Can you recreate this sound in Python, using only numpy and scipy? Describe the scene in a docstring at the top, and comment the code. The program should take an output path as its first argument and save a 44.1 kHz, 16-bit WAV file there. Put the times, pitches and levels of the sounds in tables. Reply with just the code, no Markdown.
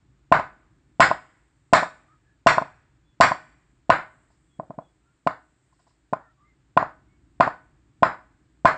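"""A quiet yard rumbles and hisses faintly. A steel hammer strikes a rough stone six times on a concrete
slab: the slab thuds, the stone rings, crushed grit cracks and nearby walls echo. After most blows the
stone hops and knocks back down. From 2 seconds on, far-off birds whistle. Midway the stone scuffs as it
is turned on edge and knocks on the slab. Two light taps follow, with more scuffs between them, and then
four harder blows. A fast limiter flattens the loudest peaks."""
import sys
import numpy as np
from scipy import signal
from scipy.fft import rfft, irfft, next_fast_len
from scipy.io import wavfile
from scipy.ndimage import uniform_filter1d, minimum_filter1d, map_coordinates

SR = 44100
rng = np.random.default_rng(int(sys.argv[2]) if len(sys.argv) > 2 else 0)


def wrap_up_sound(samples):
    """Save the sound to the file named by the first command line argument, as 16-bit audio."""
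    columns = np.atleast_2d(samples).T
    # keep every value between -1 and 1, then stretch to whole-number steps
    tamed = np.clip(columns, -1, 1)
    steps = np.round(tamed * 32767).astype(np.int16)
    wavfile.write(sys.argv[1], SR, steps)


N = 386757

# All levels in the tables are relative. A fade time (t60) is how long a sound takes to fall by 60 dB.
# The tone of the outdoor background. Each row: frequency in Hz, level in dB.
AIR_TONE = [(25, -23.5), (58, 4), (85, -8), (130, -0.5), (215, -16.5), (310, -7.5), (480, -23.5),
            (1000, -23.5), (1700, -23.5), (2700, -30), (4500, -34), (6200, -38.5), (7200, -31), (8600, -38)]
# How the low background swells. Each row: time in seconds, rumble level in dB, drone level in dB.
LOW_LEVELS = [(0.0, -63, -73), (1.2, -65, -67.5), (1.43, -67.5, -76), (3.21, -63, -74.5),
              (6.11, -71, -77.5), (6.99, -60.5, -70.5), (8.6, -65, -70)]
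# The tone of a high rustle. Each row: frequency in Hz, level in dB.
RUSTLE_TONE = [(5500, -39), (6500, -18), (7300, -1), (8000, 0.5), (8700, -6)]
# How the rustle comes and goes. Each row: time in seconds, level in dB.
RUSTLE_LEVELS = [(0, -96), (1.3, -77), (2.9, -93), (4.32, -74), (5.1, -82), (5.8, -74.5), (6.4, -95),
                 (7.1, -82.5), (8.7, -80.5)]
# The hammer hitting the stone. Each row: start in seconds, force in dB, grit level in dB.
HAMMER_BLOWS = [(.3226, 12.5, -5.5), (1.0038, 14, 9), (1.7340, 13.5, 7.5), (2.4693, 13.5, 7.5),
                (3.2090, 13.5, 10), (3.9012, 11, -1), (5.2715, 1, -11.5), (6.1328, -2.5, -25.5),
                (6.7737, 7.5, -15.5), (7.4066, 10, -9.5), (8.0305, 9.5, -9.5), (8.6544, 11.5, -5)]
# The stone knocking on the slab. Each row: start in seconds, force in dB, grit level in dB.
STONE_KNOCKS = [(.3965, -5.5, -23), (1.1126, 2, -23), (1.8301, -7, -21), (2.5810, 4, -20),
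                (2.6210, -8.5, -26), (3.3177, -2, -18.5), (4.5975, -3.5, -56.5), (4.7053, -12.5, -53),
                (4.7869, -9.5, -51.5), (6.8264, -4, -30.5), (7.4757, -2.5, -26)]
# Modes are the notes a struck thing rings with. Each row: pitch in Hz, level in dB, fade time in seconds.
SLAB_MODES = [(144, -17, 0.042), (282, -21, 0.055), (450, -34, 0.0054), (680, -8.5, 0.032)]
STONE_MODES = [(309, -31.5, 0.048), (650.5, -10, 0.031), (1031, -6.5, 0.031), (1250, -22, 0.07),
               (1428, -16, 0.033), (1927, -19, 0.024)]
FLAT_MODES = [(2280, -25.5, 0.026), (2783, -18.5, 0.024), (4000, -27, 0.063)]  # the stone's high notes while it lies flat
EDGE_MODES = [(2130, -29.5, 0.082), (2440, -16, 0.022), (3490, -25.5, .018)]  # its high notes once it stands on edge
HAMMER_MODES = [(631, -37, 0.39), (733, -39.5, 0.34), (970, -39, 0.22), (1012, -33.5, 0.3),
                (1250, -42, .19), (1427, -38.5, 0.22), (1490, -33.5, 0.37), (1580, -39.5, 0.15),
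                (1700, -42, 0.14), (1866, -36, 0.15), (1930, -36, 0.17), (2127, -39, 0.26),
                (4030, -28.5, 0.22), (4500, -31.5, 0.22)]  # the long ring of the hammer and the things around it
# The tone of crushed grit. Each row: frequency in Hz, level in dB.
GRIT_TONE = [(300, -14), (1000, -0.5), (1800, -0.5), (2500, 2), (3200, -6), (4200, -4), (5200, -4.5),
             (6300, -20.5), (7200, -7), (8500, -21)]
# The tone of the yard's reverb and of its faint far tail. Each row: frequency in Hz, level in dB.
YARD_TONE = [(40, -26.5), (145, -10.5), (230, -18), (320, -14), (400, -19.5), (650, -8.5), (1000, -5),
             (1600, -4.5), (2200, -9), (2900, -17), (4300, -10), (6200, -16), (7200, -8), (8600, -17)]
FAR_TONE = [(60, -45), (200, -40.5), (500, -44.5), (1000, -39.5), (1900, -38.5), (3000, -46), (6000, -48),
            (7300, -36.5)]
# Far-off bird notes. Each row: start in seconds, pitch in Hz, level in dB.
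BIRD_NOTES = [(2.04, 1250, -60), (2.22, 1700, -67.5), (3.02, 3420, -75), (4.46, 3340, -74.5),
              (4.78, 3380, -74), (5.01, 1380, -70), (6.19, 1850, -65.5), (6.2, 1355, -62),
              (6.35, 1160, -61.5), (6.41, 2080, -66.5), (7.05, 2210, -73)]
# The stone scuffing as a hand shifts it. Each row: time in seconds, level in dB.
STONE_SCUFFS = [(4.305, -63), (5.728, -65), (5.794, -60), (5.870, -59), (5.907, -70)]
# How slab thud and yard sound follow the force. Each pair: dB at a force of 0 dB, dB per dB of force.
BLOW_THUD, BLOW_YARD = (-2.8, .52), (-8, .46)
KNOCK_THUD, KNOCK_YARD = (-8.5, 0.3), (-11, -0.18)


def from_db(db):
    """Turn decibels into a number to multiply by."""
    return 10 ** (np.asarray(db) / 20)


def rms_one(x):
    """Scale a sound so that its average strength (rms) is 1."""
    return x / np.sqrt(np.mean(x ** 2) + 1e-20)


def cut(x, hz, kind="low", order=2):
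    """Keep the "low" or the "high" side of hz; a higher order cuts more steeply."""
    return signal.sosfilt(signal.butter(order, min(hz, .45 * SR), kind, fs=SR, output="sos"), x)


def colour(x, tone):
    """Make each frequency of a noise louder or softer, following a tone table."""
    size = next_fast_len(len(x), True)
    hz, db = np.transpose(tone)
    curve_db = np.interp(np.log(np.fft.rfftfreq(size, 1 / SR) + 1), np.log(hz), db)
    return irfft(rfft(x, size) * from_db(curve_db), size)[:len(x)]


def add(track, s, sound):
    """Mix a sound into a track, starting at s seconds."""
    start = round(s * SR)
    track[start:start + len(sound)] += sound[:N - start]


def background(split_hz=400, drone_from_hz=230, throb_hz=21.2, throb_db=3.5, hiss_db=-74):
    """A far-off rumble, a throbbing drone just above it and a faint steady hiss."""
    t = np.arange(N) / SR
    s, rumble_db, drone_db = np.transpose(LOW_LEVELS)
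    throb = from_db(throb_db * np.sin(2 * np.pi * throb_hz * t))
    low = cut(colour(rng.standard_normal(N), AIR_TONE), split_hz, order=6)
    rumble = from_db(np.interp(t, s, rumble_db)) * rms_one(cut(low, drone_from_hz, order=4))
    drone = rms_one(throb * cut(low, drone_from_hz, "high", order=4))
    drone *= from_db(np.interp(t, s, drone_db) - 1.5)
    hiss = cut(colour(rng.standard_normal(N), AIR_TONE), split_hz, "high", order=4)
    return rumble + drone + from_db(hiss_db) * rms_one(hiss)


def rustle(swing_db=2, changes_per_s=6):
    """A thin, high noise that comes and goes, wavering at random."""
    t = np.arange(N) / SR
    wander = map_coordinates(rng.standard_normal(1000), [t * changes_per_s], order=3, mode="wrap")
    level_db = np.interp(t, *np.transpose(RUSTLE_LEVELS)) + swing_db * wander
    return from_db(level_db) * rms_one(colour(rng.standard_normal(N), RUSTLE_TONE))


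def ring(modes, t):
    """A struck thing rings with fading notes; each spot that is hit stirs them a little differently."""
    hz, db, t60 = np.array(modes).T[:, :, None]
    db = db + rng.standard_normal(db.shape)
    sign = (-1) ** np.arange(len(modes))[:, None]
    return np.sum(sign * from_db(db - 60 * t / t60) * np.sin(2 * np.pi * hz * t), axis=0)


def crushed_grit(t, t60=.035):
    """Grit breaks in a quickly fading shower of tiny cracks, scaled to an energy of 1."""
    cracks = rng.standard_normal(len(t)) * from_db(-0.5 * rng.standard_normal(len(t)))
    burst = colour(cracks, GRIT_TONE) * from_db(-60 * t / t60)
    return burst / np.sqrt(np.sum(burst ** 2))


def impacts(hits, thud_rule, yard_rule, turned_s=4.4, ring_rise_s=.0027, slab_lead_s=.0065):
    """Each hit shakes stone, hammer and slab. Returns the direct sound and the yard's reverb."""
    direct, reverb = np.zeros((2, N))
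    t = np.arange(int(.6 * SR)) / SR
    for s, force_db, grit_db in hits:
        thud_gain = from_db(thud_rule[0] + thud_rule[1] * force_db)
        yard_gain = from_db(yard_rule[0] + yard_rule[1] * force_db)
        # A bare, hard spot gives much grit and a short, bright contact; a dusty one a long, dull one.
        contact_ms = 0.53 * 2 ** (-grit_db / 33.5)
        top_hz = 1000 / contact_ms
        stone = ring(STONE_MODES + (FLAT_MODES if s < turned_s else EDGE_MODES), t)
        hammer = yard_gain * ring(HAMMER_MODES, t) * (1 - np.exp(-t / ring_rise_s))
        grit = from_db(grit_db + 2.5) * crushed_grit(t)
        add(direct, s, from_db(force_db) * cut(stone + hammer + 1e-18, top_hz, order=3) + grit)
        # The slab is pushed down, and its wave outruns the sound in the air.
        thud = cut(ring(SLAB_MODES, t) + 1e-18, top_hz / 1.9, order=4)
        add(direct, s - slab_lead_s, -thud_gain * thud)
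        # The click of the contact and the crack of the grit spread into the yard.
        click = from_db(force_db + 23.5) * cut(signal.unit_impulse(len(t)) + 1e-18, top_hz, order=3)
        outgoing = yard_gain * (click + from_db(8.5) * grit)
        add(reverb, s, signal.fftconvolve(outgoing, yard_reverb(t))[:len(t)])
    return np.array([direct, reverb])


def yard_reverb(t, build_s=.014, near_t60=0.26, far_t60=0.78):
    """Many small echoes build up and die away, in a new pattern for every hit."""
    near_fade = from_db(-60 * t / near_t60)
    near = colour(rng.standard_normal(len(t)), YARD_TONE) * near_fade
    far = colour(rng.standard_normal(len(t)), FAR_TONE) * from_db(-60 * t / far_t60)
    build = 1 - np.exp(-(t / build_s) ** 2)
    return (near + far) * build / np.linalg.norm(build * near_fade)


def wall_echo(x, delay_s=.0355):
    """One faint, dull echo from the nearest wall."""
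    echo = np.zeros(N)
    add(echo, delay_s, from_db(-22) * cut(x, hz=1800))
    return echo


def birds(note_s=.16, glide_share=.04, waver_hz=38.0, blur_hz=90):
    """Faint whistles that slide up or down, blurred by distance."""
    out, count = np.zeros(N), int(note_s * SR)
    for s, pitch_hz, db in BIRD_NOTES:
        waver = rms_one(cut(rng.standard_normal(SR), blur_hz))[-count:]
        glide = glide_share * rng.standard_normal() * np.linspace(-.5, .5, count)
        hz = pitch_hz * (1 + glide) + waver_hz * waver
        add(out, s, from_db(db) * np.hanning(count) * np.sin(2 * np.pi * np.cumsum(hz) / SR))
    return out


def scuffs(bump_s=.0054, trickle_s=.022, sand_db=-15):
    """Sand rolls under the stone and makes it ring softly: a short bump, then a longer trickle."""
    out, t = np.zeros(N), np.arange(int(.25 * SR)) / SR
    bump, trickle = (t / peak_s * np.exp(1 - t / peak_s) for peak_s in (bump_s, trickle_s))
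    for s, db in STONE_SCUFFS:
        grains = rng.standard_normal(len(t)) * from_db(2.4 * rng.standard_normal(len(t)))
        stone = signal.fftconvolve(grains, ring(STONE_MODES, t))[:len(t)]
        stone = rms_one(cut(stone, hz=1300))
        sand = rms_one(cut(colour(grains, GRIT_TONE), hz=4200, kind="high", order=4))
        add(out, s - bump_s, from_db(db) * (bump * stone + from_db(sand_db) * trickle * sand))
    return out


def scene():
    """Mix the blows and knocks with their echoes and the quiet sounds, in one channel."""
    blows = impacts(HAMMER_BLOWS, BLOW_THUD, BLOW_YARD)
    knocks = impacts(STONE_KNOCKS, KNOCK_THUD, KNOCK_YARD)
    direct, reverb = blows + knocks
    direct = cut(direct, hz=59, kind="high")
    return (direct + wall_echo(direct) + reverb + scuffs() + birds() + background() + rustle())[None]


def limiter(x, ceiling_db=1.0, release_db_per_s=3000):
    """Turn the sound down just before a loud peak; the level comes back within milliseconds."""
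    over_db = np.maximum(20 * np.log10(np.abs(x) + 1e-9) - ceiling_db, 0)
    ramp_db = release_db_per_s * np.arange(N) / SR
    held_db = np.maximum.accumulate(over_db + ramp_db, axis=-1) - ramp_db
    gain_db = uniform_filter1d(minimum_filter1d(-held_db, size=31), size=31)
    return x * from_db(gain_db)


def record(dry, round_to=1.1, cutoff_hz=8650):
    """Limit the peaks, round them off and steeply cut the highest treble."""
    rounded = round_to * np.tanh(limiter(dry) / round_to)
    return signal.sosfilt(signal.ellip(10, .2, 80, cutoff_hz, fs=SR, output="sos"), rounded)


dry = scene()
out = record(dry)
wrap_up_sound(out)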